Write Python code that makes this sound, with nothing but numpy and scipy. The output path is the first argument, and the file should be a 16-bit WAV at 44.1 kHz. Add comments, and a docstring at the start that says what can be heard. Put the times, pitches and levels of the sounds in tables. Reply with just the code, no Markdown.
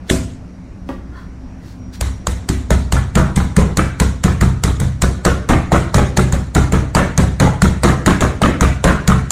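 """A tiled kitchen from one microphone: cooling plant hums, whines thinly and rushes air (shaped noise) throughout.
Plastic film rustles (swelling noise), a bare hand slaps the meat, a cupboard door knocks, a utensil slides on steel.
Then a mallet pounds ground beef under the film on a steel counter, from 2 s to the end: each blow is a burst of
noise for the slap, a dull thud, low ringing modes for the counter and clustered beats for its chattering panels.
The room answers with tails of decaying noise; loose steel ticks and rings as the counter top rebounds."""
import sys
import numpy as np
from scipy import signal
from scipy.fft import rfft, irfft, next_fast_len
from scipy.io import wavfile
from scipy.ndimage import uniform_filter1d, minimum_filter1d, map_coordinates

SR = 44100
rng = np.random.default_rng(int(sys.argv[2]) if len(sys.argv) > 2 else 0)


def unload_wav(signal):
    """Save mono or channel-first audio to the path in sys.argv[1] as 16-bit WAV at rate SR, clipped to [-1, 1]."""
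    wavfile.write(
        sys.argv[1],
        SR,
        np.round(np.clip(np.atleast_2d(signal).T, -1, 1) * 32767).astype(np.int16),
    )


N = 410571


def amp(db):
    """Gain of a level in dB."""
    return 10 ** (np.asarray(db) / 20)


def unit(x):
    """x at rms 1."""
    return x / np.sqrt(np.mean(x ** 2) + 1e-20)


def along(points, hz):
    """Value at hz on a curve of (frequency [Hz], value) points with a log frequency axis."""
    f, v = np.transpose(points)
    return np.interp(np.log(hz + 1), np.log(f + 1), v)


def filtered(x, response):
    """x with its spectrum multiplied by a response of frequency, without phase shift."""
    m = next_fast_len(len(x) + 2048)
    hz = np.fft.rfftfreq(m, 1 / SR)
    return irfft(rfft(x, m) * response(hz), m)[:len(x)]


def noise(spectrum, count):
    """Noise of rms 1, coloured by (frequency [Hz], level [dB]) points."""
    white = rng.standard_normal(count)
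    return unit(filtered(white, lambda hz: amp(along(spectrum, hz))))


def narrow(hz, width):
    """A wavering tone: noise in one resonance, rms 1."""
    return unit(filtered(rng.standard_normal(N), lambda f: 1 / (1 + (2 * (f - hz) / width) ** 2)))


def wobble(rate, count=N):
    """A smooth random curve with `rate` knots a second."""
    knots = rng.standard_normal(int(count * rate / SR) + 4)
    return map_coordinates(knots, [np.arange(count) * rate / SR])


def uneven(shape, bands, frames):
    """Random patches of rms 1 over frequency and time, smoothed over so many bands and frames."""
    over_hz = uniform_filter1d(rng.standard_normal(shape), size=bands, axis=0)
    return unit(uniform_filter1d(over_hz, size=frames, axis=1))


def played(rows):
    """Gain per sample of a (time [s], level [dB]) curve, 120 dB down outside it."""
    return amp(np.interp(np.arange(N) / SR, *np.transpose(rows), left=-120, right=-120))


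def swell(s, db, rise, fall):
    """Gain per sample of a swell that is 30 dB down one rise before and one fall after its top."""
    shape = 1.25  # 1 pointed, 2 round
    t = np.arange(N) / SR - s
    distance = np.abs(t / np.where(t < 0, rise, fall))
    return amp(np.maximum(db - 30 * distance ** shape, -200))


def add(track, s, sound):
    """Mix a sound into the track at s seconds."""
    part = track[round(s * SR):][:len(sound)]
    part += sound[:len(part)]


def kitchen_air():
    """The rush of air in the kitchen at rest: broadband noise in uneven patches."""
    # air spectrum: (frequency [Hz], relative level [dB])
    air_colour = [(13, -49), (22, -6), (107, -9), (147, -17), (186, -5), (224, -17), (262, -12),
                  (400, -26.5), (610, -28), (2400, -42), (3300, -51), (5740, -49), (12000, -65.5),
                  (15600, -107), (22000, -120)]
    air_db = -33
    z = signal.stft(noise(air_colour, count=N), nperseg=512)[2]
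    patchy = signal.istft(z * amp(1.5 * uneven(z.shape, 5, 14)), nperseg=512)[1][:N]
    return amp(air_db) * unit(patchy)


def cooling_plant():
    """Compressors and fans: narrow noise resonances hum low down, and a thin high whine comes and goes."""
    # hum tones: (frequency [Hz], width [Hz], level [dB])
    hum_tones = [(61.4, 1.2, -37.5), (108.8, 4.3, -42.5), (180.5, 7.9, -46), (255.8, 12, -45)]
    # the thin whine: (time [s], level [dB])
    whine_levels = [(0, -72), (.9, -73), (1.3, -66), (1.75, -67), (1.85, -57), (2.2, -59), (2.4, -71),
                    (9.31, -64)]
    whine_hz = 5690
    wandering = np.sin(2 * np.pi * whine_hz * np.arange(N) / SR + 1.1 * wobble(15))
    whine = played(whine_levels) * unit(narrow(whine_hz, 20) + 1.5 * wandering)
    return whine + sum(amp(db) * narrow(hz, width) for hz, width, db in hum_tones)


def film():
    """The plastic sheet swishes: swelling noise whose quick random level gives a slight crackle."""
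    # swishes: (time of the top [s], level at the top [dB], rise [s], fall [s])
    swishes = [(.088, -43, .04, .004), (.894, -47.5, .035, 0.15), (1.19, -55, .12, .2),
               (1.69, -48.5, .16, 0.17), (1.943, -39, .03, 0.088)]
    # film spectrum: (frequency [Hz], relative level [dB])
    film_colour = [(880, -31), (1500, -8), (2490, -13), (2750, -14), (4020, -8.5), (4600, -9), (13000, -25)]
    crackle = amp(1.1 * wobble(170))
    return sum(swell(*row) for row in swishes) * crackle * noise(film_colour, count=N)


def slap(colour, landing_ms, dies_ms, flesh_db, lumpy_db):
    """Film and wet meat crack: squeezed air hisses ahead, the face lands in a rising burst, then it dies fast."""
    lump_hz = 596  # spacing of the random lumps in each slap's colour
    t = np.arange(SR // 20) / SR - .02  # the blow lands at t = 0
    landing = np.exp(np.minimum(t, 0) / (max(landing_ms, .3) / 1000))
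    hiss = amp(-27.0) * np.exp(t / 0.0072)
    envelope = np.where(t < 0, landing + hiss, np.exp(-1000 * t / dies_ms))
    lumps = rng.standard_normal(100)

    def flesh(hz):
        """Response: the part below about 1600 Hz is set by flesh_db, with uneven lumps all over."""
        low_db = flesh_db / (1 + (hz / 1600) ** 4)
        return amp(low_db + lumpy_db * map_coordinates(lumps, [hz / lump_hz], mode="wrap"))

    return envelope * filtered(noise(colour, count=len(t)), flesh)


def room(x):
    """The kitchen's answer: a fresh diffuse tail of energy 1, each frequency dying at its own speed."""
    # reverberation: (frequency [Hz], t60 [s])
    decay_times = [(200, 0.45), (740, 0.45), (2000, 0.5), (5000, 0.49), (13500, 0.32)]
    hz, t, z = signal.stft(rng.standard_normal(SR * 2 // 5), SR, nperseg=256)
    decay_db = -60 * t / along(decay_times, hz)[:, None]
    tail = signal.istft(z * amp(2.33 * uneven(z.shape, 3, 9) + decay_db), SR, nperseg=256)[1]
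    tail *= 1 - np.exp(-np.arange(len(tail)) / SR / 0.00047)  # the reflections take a moment to build up
    return signal.fftconvolve(x, tail / np.linalg.norm(tail))


def thud():
    """The meat is squashed flat on steel: a short dull burst of noise right behind the slap."""
    # thud spectrum: (frequency [Hz], relative level [dB])
    thud_colour = [(120, -18), (250, -2), (550, -8), (1000, -7), (2200, -10), (5000, -48)]
    rise_s, decay_s = .0015, 0.0097
    t = np.arange(SR // 12) / SR
    return (1 - np.exp(-t / rise_s)) * np.exp(-t / decay_s) * noise(thud_colour, count=len(t))


def chatter(bright_db):
    """Loose panels beat against the frame while the top swings wide: short knocks, thinning out and weakening."""
    # panel spectrum: (frequency [Hz], relative level [dB])
    panel_colour = [(150, 5), (250, 5.5), (468, 0), (544, -0.5), (949, -6), (1040, -4.5), (1390, -5.5),
                    (1560, -8.5), (1930, -11.5), (2890, -21.5), (4000, -30), (5200, -41), (8800, -120)]
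    build_ms = 3.7
    draw = rng.random((30, 2))
    when = -.035 * np.log(1 - .95 * draw[:, 0])  # [s], crowded at the start
    size = amp(-14 * draw[:, 1] - 60 * when / .5)
    size *= 1 - np.exp(-when / (build_ms / 1000))
    t = np.arange(SR // 30) / SR
    hits = np.bincount((when * SR).astype(int), size, SR // 4)
    beats = signal.fftconvolve(hits, t * np.exp(-t / 0.0015))[:SR // 4]
    thin = lambda hz: amp(bright_db / (1 + (1900 / (hz + 1)) ** 4))  # thin sheets set the top
    return unit(filtered(beats * noise(panel_colour, count=SR // 4), thin))


def counter(group_db):
    """The steel top rings in damped modes; the spot that is hit sets the strength of each group of modes."""
    # counter modes: (frequency [Hz], relative level [dB], t60 [s], build-up [s],
    #                 direction and size of the first swing [factor on the level])
    modes = [(29, -2.5, 0.45, 0.0056, 0.4), (44, -27, 0.41, .004, -5), (52.5, -7, 0.73, 0.0067, 0.7),
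             (65, 6.5, 0.56, 0.0038, 0.92), (84.24, -1, 0.61, 0.0047, 1.01),
             (98.15, -3.5, 0.75, 0.0041, 0.94), (129.1, 5, 0.51, 0.037, 1.27),
             (151.7, 2.5, 0.8, 0.007, -0.42), (161.4, -4, 0.25, 0.00088, -2.5),
             (181.2, 0, 0.45, 0.0035, -1.3), (197.5, -2.5, 0.5, 0.022, 0.95),
             (212, 4.5, 0.26, 0.0018, 0.64), (246.6, -3, 0.76, 0.0009, 0.22),
             (274.7, -2.5, 0.52, 0.0021, 0.19), (320, -18, 0.26, 0.0056, -1.7),
             (376, -13.5, 0.35, 0.00061, 0.83)]
    # borders between the deep, low, middle and high groups: frequency [Hz]
    group_borders = [110, 140, 230]
    t = np.arange(SR * 2 // 5) / SR
    hz, db, t60, build, swing = np.transpose(modes)[:, :, None]
    spot = rng.standard_normal((2, len(hz), 1))  # each blow varies levels and phases
    strength_db = np.array(group_db)[np.digitize(hz, group_borders)]
    gain = swing * amp(db + strength_db + 1.34 * spot[0])
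    phase = 2 * np.pi * hz * t + hz / 400 * spot[1]
    return np.sum(gain * (1 - np.exp(-t / build)) * amp(-60 * t / t60) * np.sin(phase), axis=0)


def blows():
    """Hand slap, then mallet: slap, thud, panels and push into the counter; harder blows fill the room more."""
    # the bare hand, then the mallet: (time [s], relative slap level [dB], landing time constant [ms],
    #   low half of the slap [dB], counter modes: deep [dB], low [dB], middle [dB], high [dB],
    #   relative chatter level [dB])
    hand_blow = [(.1016, -2, 2.1, 1, -15.5, -24, -19.5, -2.1, -18.5)]
    mallet_blows = [(2.0117, -5, 1.4, -15.5, -16.5, -35, -40, -26, -27),
                    (2.2711, -4, 1.2, -11, -17, -39, -26.5, -20, -25.5),
                    (2.4903, -5, 0.96, -5, -15, -37, -21, -6.5, -23.5),
                    (2.7063, -8, 0.8, 0.5, -11, -21, -17.5, -12.5, -14.5),
                    (2.9247, -3, 1.4, -10, -10.5, -16, -25.5, -15.5, -19.5),
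                    (3.1551, -7, 1.1, -5.5, -13.5, -11.5, -10, -13, -8.5),
                    (3.363, -6.5, 1.6, -17, -11.5, -18, -13.5, -26, -17),
                    (3.5668, -7, 0.97, -8, -11.5, -24, -9.5, -19, -11.5),
                    (3.7724, -3, 0.9, -11, -13.5, -15, -17.5, -27, -16.5),
                    (4.0008, 0.5, 0.72, -13.5, -12.5, -21, -17, -29, -17.5),
                    (4.2396, -5, 1.6, -12, -11, -13.5, -13, -20, -16),
                    (4.4129, -9, 2.2, -5.5, -11.5, -10, -13, -11.5, -15.5),
                    (4.638, -1.5, 0.88, -10, -11.5, -15, -18.5, -31, -17),
                    (4.8022, -11, 1.7, -10, -13.5, -15, -20, -18, -23),
                    (5.022, -2.5, 1.9, -11, -13.5, -18, -17.5, -22, -15.5),
                    (5.252, -3, 1.14, -1, -13.5, -15, -16.5, -11, -8.5),
                    (5.4896, -8, 0.33, -8, -14.5, -14, -16.5, -28, -6),
                    (5.7197, -6.5, 0.58, 4.5, -11, -13, -15, -23, -7.5),
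                    (5.9445, 1, .77, -2, -10.5, -12, -13, -18, -8.5),
                    (6.174, -1, 2.1, -4, -13, -12.5, -16, -8, -13.5),
                    (6.325, -11, 1.3, -14, -18, -17.5, -20.5, -17, -20.5),
                    (6.5509, -6, 1.5, -8, -11.5, -12, -15.5, -12, -9),
                    (6.7238, -11, 1.2, -4.5, -13.5, -12, -17, -20, -14.5),
                    (6.9504, -2.5, 0.71, 0, -14.5, -17, -14, -5, -8.5),
                    (7.1776, -3.5, 0.6, -13, -11, -14, -12.5, -31, -11),
                    (7.4006, -3, .8, -7.5, -12.5, -11, -10, -11, -6.5),
                    (7.621, -1, 1.1, -3, -10, -15, -11, -31, -14),
                    (7.8348, 0.5, 0.66, -3.5, -13, -9.5, -10.5, -6, -5),
                    (8.0618, -0.5, 0.39, -11, -11.5, -21, -12.5, -12, -8.5),
                    (8.2081, -6, 0.55, -3, -13.5, -16, -17, -4, -11.5),
                    (8.4187, -8, 0.9, 5, -15.5, -13, -14.5, -13, -8),
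                    (8.6095, -1.5, .44, -8, -11, -15.5, -16, -13, -12),
                    (8.8417, -1.5, .56, -3, -12.5, -17.5, -11, -17, -4.5),
                    (9.078, -3, 1.1, -12, -11, -9.5, -8.5, -12.5, -12),
                    (9.3064, -2, 0.48, -19, -25, -27, -31, -38, -21)]
    # slap spectra of mallet and hand: (frequency [Hz], relative level [dB])
    mallet_colour = [(240, -29), (400, 11.5), (1150, 5), (2100, -2), (2610, -12), (4600, -8), (5370, -15),
                     (7190, -3.5), (9330, -11), (11200, -21), (14300, -21), (15700, -37)]
    palm_colour = [(240, -32), (400, 7.5), (1020, -18), (1670, 6), (2530, -9.5), (3600, 2.5), (4750, -21),
                   (7300, -3), (14600, -32), (15700, -41)]
    # the slaps as the walls return them, mallet and hand: (frequency [Hz], relative level [dB])
    mallet_echo = [(1180, -7), (2000, 1.5), (2610, -8), (3840, -1), (4880, -8.5), (6690, -1.5),
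                   (9270, -5.5), (12400, -18.5), (14500, -15.5), (15500, -69)]
    palm_echo = [(350, -32), (600, -2), (855, -27), (1430, -9), (4880, -12.5), (8180, -6.5), (12500, -23),
                 (13500, -19), (14300, -25), (15500, -97)]
    mallet_dies_ms, palm_dies_ms = 2.32, 1.4
    mallet_bright_db, hand_dull_db = -1.5, -37  # top of the chatter
    lumpy_db = 3.5  # uneven colour of the mallet slaps
    room_db, hand_room_db = 11.5, 4.5  # slap in the room; extra for the hand
    room_per_slap, room_per_chatter = .4, 0.3  # [dB per dB]
    push_lag_ms = 4.13  # the push comes behind the slap
    thin_db, sooner_ms_per_db = -17, 0.23  # on thin meat the middle modes pass thin_db and the push comes sooner
    thud_db = -6  # over the chatter column
    out = np.zeros(N)
    for k, (s, slap_db, landing_ms, flesh_db, *group_db, chatter_db) in enumerate(hand_blow + mallet_blows):
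        by_mallet = k > 0
        wet_db = room_db + room_per_slap * slap_db + room_per_chatter * chatter_db
        if by_mallet:
            crack = slap(mallet_colour, landing_ms, mallet_dies_ms, flesh_db, lumpy_db)
            echo, bright_db = mallet_echo, mallet_bright_db
        else:
            crack = slap(palm_colour, landing_ms, palm_dies_ms, flesh_db, 0)
            echo, bright_db = palm_echo, hand_dull_db
            wet_db += hand_room_db
        pulse = filtered(signal.unit_impulse(512, 128), lambda hz: amp(along(echo, hz)))
        tail = room(pulse / np.linalg.norm(pulse))
        clatter = amp(chatter_db - 11) * chatter(bright_db)
        lag_ms = push_lag_ms - sooner_ms_per_db * max(group_db[2] - thin_db, 0)
        add(out, s - .02, amp(slap_db) * crack)  # starts early with the hiss
        add(out, s, amp(wet_db + 0.66 * wobble(68.0, count=len(tail))) * tail)
        add(out, s + 0.001094, amp(chatter_db + thud_db) * thud())
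        add(out, s + 0.00399, clatter)
        add(out, s + 0.003977, amp(-2) * room(clatter))
        add(out, s + lag_ms / 1000, counter(group_db))
    return out


def door():
    """A cupboard door bumps shut on a soft stop: a small tick, then its panel swells and rings briefly."""
    # shuts: (time [s], relative level [dB])
    shuts = [(0.89, -16)]
    # door panel modes: (frequency [Hz], relative level [dB], t60 [s])
    door_modes = [(265, 8.5, 0.046), (370, -2, 0.044), (536, 2, 0.042), (794, -2, 0.04), (1150, -2, 0.036),
                  (1560, -9, 0.026), (1900, -11, 0.038), (2220, -19, 0.044)]
    tick_colour = [(300, 0), (2100, 5), (9000, -23)]
    body_colour = [(150, -8), (300, 5), (1200, -7), (2300, -19), (5000, -48)]
    out, t = np.zeros(N), np.arange(SR // 4) / SR
    for s, db in shuts:
        ring = np.zeros(len(t))
        for k, (hz, level, t60) in enumerate(door_modes):
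            ring += (-1) ** k * amp(level - 60 * t / t60) * np.sin(2 * np.pi * hz * t)
        bump = (1 - np.exp(-t / 0.0021)) * ring
        bump += 0.31 * np.exp(-t / 0.003) * noise(tick_colour, count=len(t))
        body_envelope = (1 - np.exp(-t / 0.0036)) * np.exp(-t / 0.015)
        bump += 0.5 * body_envelope * noise(body_colour, count=len(t))
        add(out, s, amp(db - 3.5) * bump)
        add(out, s, amp(db - 4.5) * room(bump))
    return out


def scrape():
    """A utensil slides once on steel, catching as it goes: resonances and noise under a quick random level."""
    # slide: (time of the top [s], level at the top [dB], rise [s], fall [s])
    slide = [(1.178, -39.5, 0.11, 0.17)]
    # resonances of what slides: (frequency [Hz], width [Hz], relative level [dB])
    resonances = [(1053, 110, 2), (1420, 270, 3), (1780, 150, -2), (3330, 150, -11), (4030, 200, -17),
                  (4460, 120, -17)]
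    grit_colour = [(600, -30), (1000, 0), (2000, -2), (2600, -15), (5000, -22), (8000, -50)]
    slid = sum(amp(db) * narrow(hz, width) for hz, width, db in resonances)
    slid += amp(-3) * noise(grit_colour, count=N)
    return swell(*slide[0]) * unit(amp(1.9 * wobble(120)) * slid)


def knocks():
    """Loose steel ticks as the top rebounds, ringing a bracket briefly in two modes, with a hollow body."""
    # knocks, some 15 to 50 ms after a blow: (time [s], relative level [dB], pitch [Hz])
    rebounds = [(2.967, -10, 1370), (3.403, -16, 1400), (3.792, -4.5, 1260), (3.815, -13.5, 1330),
                (4.021, -10.5, 1020), (4.281, -11.5, 1270), (4.678, -16, 1300), (5.269, -4, 1230),
                (5.534, -3, 1220), (5.76, -6.5, 1110), (6.193, -5.5, 1370), (6.743, -11, 1320),
                (6.967, -2.5, 1224), (6.991, -4, 1110), (7.197, -13, 1070), (7.656, -7.5, 1360),
                (7.879, -6, 1285), (8.079, -2.5, 1270), (8.107, -2.5, 1110), (8.225, -9, 1270),
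                (8.435, -1, 1240), (8.459, -3.5, 1110), (8.627, -2.5, 1260), (8.649, -7, 1200),
                (8.889, -5, 1570), (9.119, -4.5, 1230), (9.128, -13, 1250)]
    body_db = -20.5  # the same in every knock
    upper_db, hard_db, upper_grows = -19.5, -5.5, 5.8  # upper mode; it gains 5.8 dB for each dB over hard_db
    tick_colour = [(500, -16), (1400, 27), (3200, 8.5), (9000, -47)]
    body_colour = [(120, 3), (260, 9.0), (550, -6.0), (1100, -4.0), (2500, -54.5)]
    out, t = np.zeros(N), np.arange(SR // 10) / SR
    for s, db, hz in rebounds:
        ring = 1.65 * np.exp(-t / 0.0055) * np.sin(2 * np.pi * hz * t)
        top_db = upper_db + upper_grows * max(db - hard_db, 0)
        ring += amp(top_db) * np.exp(-t / .0015) * np.sin(2 * np.pi * 3000 * t)
        tick = 0.59 * np.exp(-t / 0.0043) * noise(tick_colour, count=len(t))
        body = amp(body_db) * np.exp(-t / 0.017) * noise(body_colour, count=len(t))
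        add(out, s, amp(db - 8.0) * (ring + tick) + body)
        add(out, s, room(amp(db - 4.0) * tick + body))
    return out


def scene():
    """All sources at one microphone."""
    background = kitchen_air() + cooling_plant()
    return (background + film() + blows() + door() + scrape() + knocks())[None]


def record(dry):
    """A limiter holds the peaks down by smoothed gain; then nothing passes above the band limit."""
    top_hz = 15800
    need = np.minimum(1, .98 / (np.abs(dry[0]) + 1e-9))
    gain = uniform_filter1d(minimum_filter1d(need, size=221), size=111)  # [samples], eased around each peak
    return np.clip(filtered(dry[0] * gain, lambda hz: hz < top_hz), -1, 1)[None]


dry = scene()
out = record(dry)
unload_wav(out)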